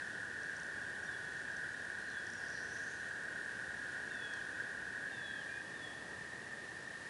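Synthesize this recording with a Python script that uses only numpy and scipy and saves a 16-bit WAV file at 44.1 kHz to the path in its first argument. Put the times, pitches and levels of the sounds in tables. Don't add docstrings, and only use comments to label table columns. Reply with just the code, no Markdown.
import sys
import numpy as np
from scipy import signal
from scipy.fft import rfft, irfft
from scipy.io import wavfile
from scipy.ndimage import uniform_filter1d

SR = 44100
rng = np.random.default_rng(int(sys.argv[2]) if len(sys.argv) > 2 else 0)


def nominal_scale(level):
    x = np.asarray(level, float) / 20
    return 10 ** x


def generate_wav(signal):
    frames = np.transpose(np.atleast_2d(signal))
    scaled = np.clip(frames, -1, 1) * 32767
    pcm = np.round(scaled).astype(np.int16)
    wavfile.write(sys.argv[1], SR, pcm)


N = 312669
T = np.arange(N) / SR


def unit(x):
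    return x / np.sqrt(np.mean(x ** 2))


def walk(rate):
    hold = int(SR / rate)
    levels = np.repeat(rng.standard_normal(N // hold + 1), hold)
    slewed = uniform_filter1d(uniform_filter1d(levels, hold), hold)
    return unit(slewed[:N])


def turns(hz):
    return np.cumsum(hz) / SR


def coloured(hz, db):
    log_hz = np.log(np.arange(1, N // 2 + 2) * SR / N)
    return irfft(rfft(rng.standard_normal(N)) * nominal_scale(np.interp(log_hz, np.log(hz), db)), N)


def wood(x, wet_db, t60, stir):
    gap_s = 0.008
    t = T[:SR]
    tail = rng.standard_normal(SR) * np.exp(-np.log(1000) * t / t60) * (t > gap_s)
    scatter = signal.fftconvolve(x * walk(stir), tail / np.linalg.norm(tail))[:N]
    return x + nominal_scale(wet_db) * scatter


def background():
    # (frequency [Hz], level [dB per Hz])
    air = np.array([(45, -20), (65, -3.5), (108, 0), (254, -1), (416, -1), (1080, -6), (1300, -6.5)])
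    # (frequency [Hz], level [dB per Hz])
    hiss = np.array([(2050, -0.5), (3000, -3), (3420, -3), (8000, -9.5), (8700, -9), (10700, -12)])
    split_hz = 1700
    low = coloured([15, *air[:, 0], split_hz, split_hz + 1], [-30, *air[:, 1], air[-1, 1], -90])
    high = coloured([split_hz, split_hz + 1, *hiss[:, 0]], [-90, hiss[0, 1], *hiss[:, 1]])
    air_db = -55 + 0.5 * walk(2.83)
    hiss_db = -57.5 + 0.3 * walk(6)
    return nominal_scale(air_db) * unit(low) + nominal_scale(hiss_db) * unit(high)


def toad(hz, rate, tune_hz, sweep_hz, duty):
    rate_drift, slip_turns, wobble_hz = 0.026, 0.16, 5.5
    octave_db, fade_db, attack = -29.5, 0.5, 0.7
    count = turns(rate * (1 + rate_drift * walk(2.5))) + rng.random()
    opening = np.clip(count % 1 / np.clip(duty, 0.2, 1), 0, 1)
    slip = np.cumsum(slip_turns * rng.standard_normal(400))[count.astype(int)]
    bend = duty / rate * (tune_hz * opening + sweep_hz * (opening ** 2 - opening))
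    phase = 2 * np.pi * (turns(hz + wobble_hz * walk(5)) + bend + slip)
    tone = np.sin(phase) + nominal_scale(octave_db) * np.sin(2 * phase)
    pulses = np.sin(np.pi * opening ** attack) ** 1.2
    return unit(pulses * tone) * nominal_scale(fade_db * walk(3.89))


def chorus():
    # (group, tone [Hz], pulse rate [1/s])
    toads = [(0, 1518, 39.0), (0, 1470, 26.0), (1, 1578, 33.0), (1, 1640, 26.9), (1, 1666, 38.0),
             (1, 1612, 24.0), (1, 1722, 27.0), (2, 1838, 38.5), (2, 1772, 26.0), (2, 1876, 36.0),
             (2, 1922, 31.0)]
    # (share [dB], sac tuning above the tone [Hz], upward sweep in a pulse [Hz],
    # open part of the cycle [0-1])
    styles = [(0, -16, 30, .8), (-6, -10, 30, .75), (-7, -3, 30, .8), (-1, -2, 30, .7), (0, 12, 30, .75),
              (-4, -4, 30, .8), (-8, -6, 20, .85), (0, -3, 50, .72), (-.5, 8, 20, .85), (-4, -3, 10, .9),
              (-12, 0, 30, .75)]
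    # (level [dB], main callers stop [s], level of those left [dB])
    group_levels = [
        (-52.5, 5.05, -79),
        (-47.5, 5.6, -57),
        (-50, 7.1, -50.5),
    ]
    # (time [s], gain [dB])
    swells = [(.09, 0), (.45, 2), (.85, 0.5), (1.48, 3.5), (1.65, 5), (3.4, 2.5), (3.95, 3), (4.6, 4.5),
              (4.96, 3.5), (5.31, 2.5), (5.5, 1.5)]
    stop_fade_s, swell_s = 0.084, 0.027

    groups = np.zeros((3, N))
    for (group, hz, rate), (db, tune_hz, sweep_hz, duty) in zip(toads, styles):
        groups[group] += nominal_scale(db) * toad(hz, rate, tune_hz, sweep_hz, duty)
    out = 0
    for voices, (db, stop_s, left_db) in zip(groups, group_levels):
        heard = wood(voices, wet_db=-4, t60=1, stir=6)
        steady = heard / np.sqrt(uniform_filter1d(heard ** 2, size=SR // 3) + 1e-3)
        out = out + steady * nominal_scale(np.interp(T, [stop_s, stop_s + stop_fade_s], [db, left_db]))
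    swell_db = sum(db * np.clip(1 - abs(T - s) / swell_s, 0, 1) for s, db in swells)
    return out * nominal_scale(swell_db)


def lens():
    # (frequency [Hz], ring T60 [s], share in a big step [dB])
    housing = [(4450, .008, -10), (5660, .012, -3), (5850, .011, -1), (6150, .009, 0), (6700, .006, -4),
               (7300, .007, -7), (8720, .014, -14), (9400, .012, -17)]
    tick_colour_db = [-8, -12, -3.5, -15, 2, -3, -5.5, -8.5]
    # (time [s], peak level [dB])
    motor_steps = [(0.4329, -41), (0.5162, -51), (0.5661, -40.5), (0.5995, -39), (0.6325, -42),
                   (1.3673, -45), (1.5165, -48), (1.5339, -47), (1.5675, -38.5), (2.1011, -43),
                   (2.1345, -54), (2.2677, -39), (2.3015, -40), (2.335, -37.5), (2.4843, -41),
                   (2.5017, -45), (4.337, -38.5)]
    field_hz, first_field_s = 59.94, 0.0159
    fade_from_s, fade_db_per_s = 4.4, 16

    ticks, steps = np.zeros((2, N))
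    at = np.arange(first_field_s, N / SR - 0.01, 1 / field_hz)
    fade_db = fade_db_per_s * np.maximum(at - fade_from_s, 0)
    ticks[(at * SR).astype(int)] = nominal_scale(-54.5 - fade_db + 2.1 * rng.standard_normal(len(at)))
    for s, db in motor_steps:
        steps[int(s * SR)] = nominal_scale(db - 4.5)
    hz, t60, step_db = np.transpose(housing)
    t = T[:SR // 20, None]
    onset = 1 - np.exp(-t / 0.00042)
    rings = onset * np.exp(-np.log(1000) * t / t60) * np.sin(2 * np.pi * hz * t)
    field_ticks = signal.oaconvolve(ticks, rings @ nominal_scale(tick_colour_db))
    big_steps = signal.oaconvolve(steps, rings @ nominal_scale(step_db))
    return (field_ticks + big_steps)[:N]


def whistles(songs):
    edge_s, flutter_db = 0.008, 1.2
    out = np.zeros(N)
    for s, hz, db in map(np.transpose, songs):
        span = slice(int(s[0] * SR), int(s[-1] * SR))
        t = T[span]
        edge = np.clip(np.minimum(t - s[0], s[-1] - t) / edge_s, 0, 1)
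        out[span] += edge * nominal_scale(np.interp(t, s, db)) * np.sin(2 * np.pi * turns(np.interp(t, s, hz)))
    return np.sqrt(2) * out * nominal_scale(flutter_db * walk(45))


def two_voices(start, length, slide_hz, upper_db, lower_db):
    start_hz, slide_s, fall_to_hook_hz = 3715, 0.062, 480
    hook_at_s, hook_hz_per_s = 0.285, 9000
    beak_hz, beak_width_hz, beak_db = 3380, 42, 8.5
    lower_ratio, lower_floor_hz, lower_onset_db = 0.75, 2545, 4

    t = T[:int(length * SR)]
    slide = slide_hz * (1 - np.exp(-t / slide_s))
    sag = (fall_to_hook_hz - slide_hz) * t / hook_at_s
    hz = start_hz - slide - sag
    hook_hz = hook_hz_per_s * np.maximum(t - hook_at_s, 0)
    db = upper_db + beak_db * np.exp(-((hz - beak_hz) / beak_width_hz) ** 2)
    upper = np.transpose([start + t, hz - hook_hz, db])
    low_hz = np.maximum(lower_ratio * hz, lower_floor_hz)
    lower = np.transpose([start + t, low_hz, lower_db + lower_onset_db * np.exp(-t / slide_s)])
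    return [upper, lower[hook_hz == 0]]


def buzz(start, length, first_hz, last_hz, db):
    slur_rate, scatter_hz, rough_db = 170, 240, 2.2
    edge_s, fade_s = 0.03, 0.097
    count = turns(slur_rate * (1 + 0.28 * np.tanh(walk(50))))
    cycle = count % 1
    pitch_chance, strength_chance = rng.standard_normal((2000, 2))[count.astype(int)].T
    path_hz = np.interp(T, [start, start + length], [first_hz, last_hz])
    pitch = path_hz + scatter_hz * (pitch_chance + 1 - 2 * cycle)
    edge = np.clip(np.minimum((T - start) / edge_s, (start + length - T) / fade_s), 0, 1)
    slur = np.sin(np.pi * cycle) * nominal_scale(rough_db * strength_chance) * np.sin(2 * np.pi * turns(pitch))
    return unit(slur) * edge * nominal_scale(db)


def birds():
    # (start [s], length [s], first pitch [Hz], last pitch [Hz], level [dB])
    short_notes = [(1.027, .022, 5760, 5760, -66), (1.052, 0.022, 5760, 5760, -62),
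                   (1.26, .08, 3350, 3350, -69), (1.98, 0.098, 4250, 4130, -69),
                   (2.071, 0.056, 4120, 4100, -63), (2.346, .055, 5750, 5720, -66),
                   (2.36, 0.052, 6720, 6720, -70), (2.55, 0.038, 4200, 4020, -64),
                   (2.59, .035, 4300, 4100, -67), (2.735, .04, 6380, 6400, -64),
                   (2.772, .045, 5900, 5900, -69), (4.328, .02, 4420, 4400, -64),
                   (4.345, .055, 4200, 4180, -70), (4.52, .07, 2500, 2510, -71),
                   (5.223, .11, 3890, 3900, -65), (5.48, 0.13, 2380, 2480, -61.5),
                   (5.541, 0.17, 3400, 3350, -70)]
    # (start [s], length [s], opening slide [Hz], upper voice [dB], lower voice [dB])
    falling = [
        (1.068, .11, 420, -66.5, -90),
        (2.08, .2, 370, -71, -90),
        (4.095, .315, 215, -61.5, -67),
        (5.113, .325, 215, -61.5, -68),
        (5.745, .2, 365, -64, -80),
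    ]
    # (start [s], length [s], first pitch [Hz], last pitch [Hz], level [dB])
    phrases = [
        (2.18, .37, 5200, 5800, -67.5),
        (2.45, .2, 5800, 5550, -63),
        (2.58, .44, 5700, 6650, -64.5),
        (2.39, .15, 5200, 4100, -64),
        (2.5, .16, 5200, 4100, -64),
        (2.6, .3, 5300, 5750, -67),
    ]
    stir = 260
    notes = [[(s, a, db), (s + length, b, db)] for s, length, a, b, db in short_notes]
    calls = [voice for row in falling for voice in two_voices(*row)]
    across_water = wood(whistles(calls + notes), wet_db=-7.5, t60=1.5, stir=stir)
    deep_in_wood = wood(sum(buzz(*row) for row in phrases), wet_db=3, t60=0.6, stir=stir)
    return across_water + deep_in_wood * nominal_scale(-3.5)


def scene():
    return (background() + chorus() + lens() + birds())[None]


def roll_off(x):
    return signal.sosfilt(signal.butter(12, 13460, fs=SR, output="sos"), x)


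def record(dry):
    hz = np.arange(N // 2 + 1) * SR / N
    cut = irfft(rfft(dry) * (hz < SR / 4 - 10), N)
    high_band = unit(coloured([12990, 13020, 13450, 13480], [-70, 0, -12, -70]))
    return roll_off(cut + high_band * nominal_scale(-105 + 2.5 * walk(60)))


dry = scene()
out = record(dry)
generate_wav(out)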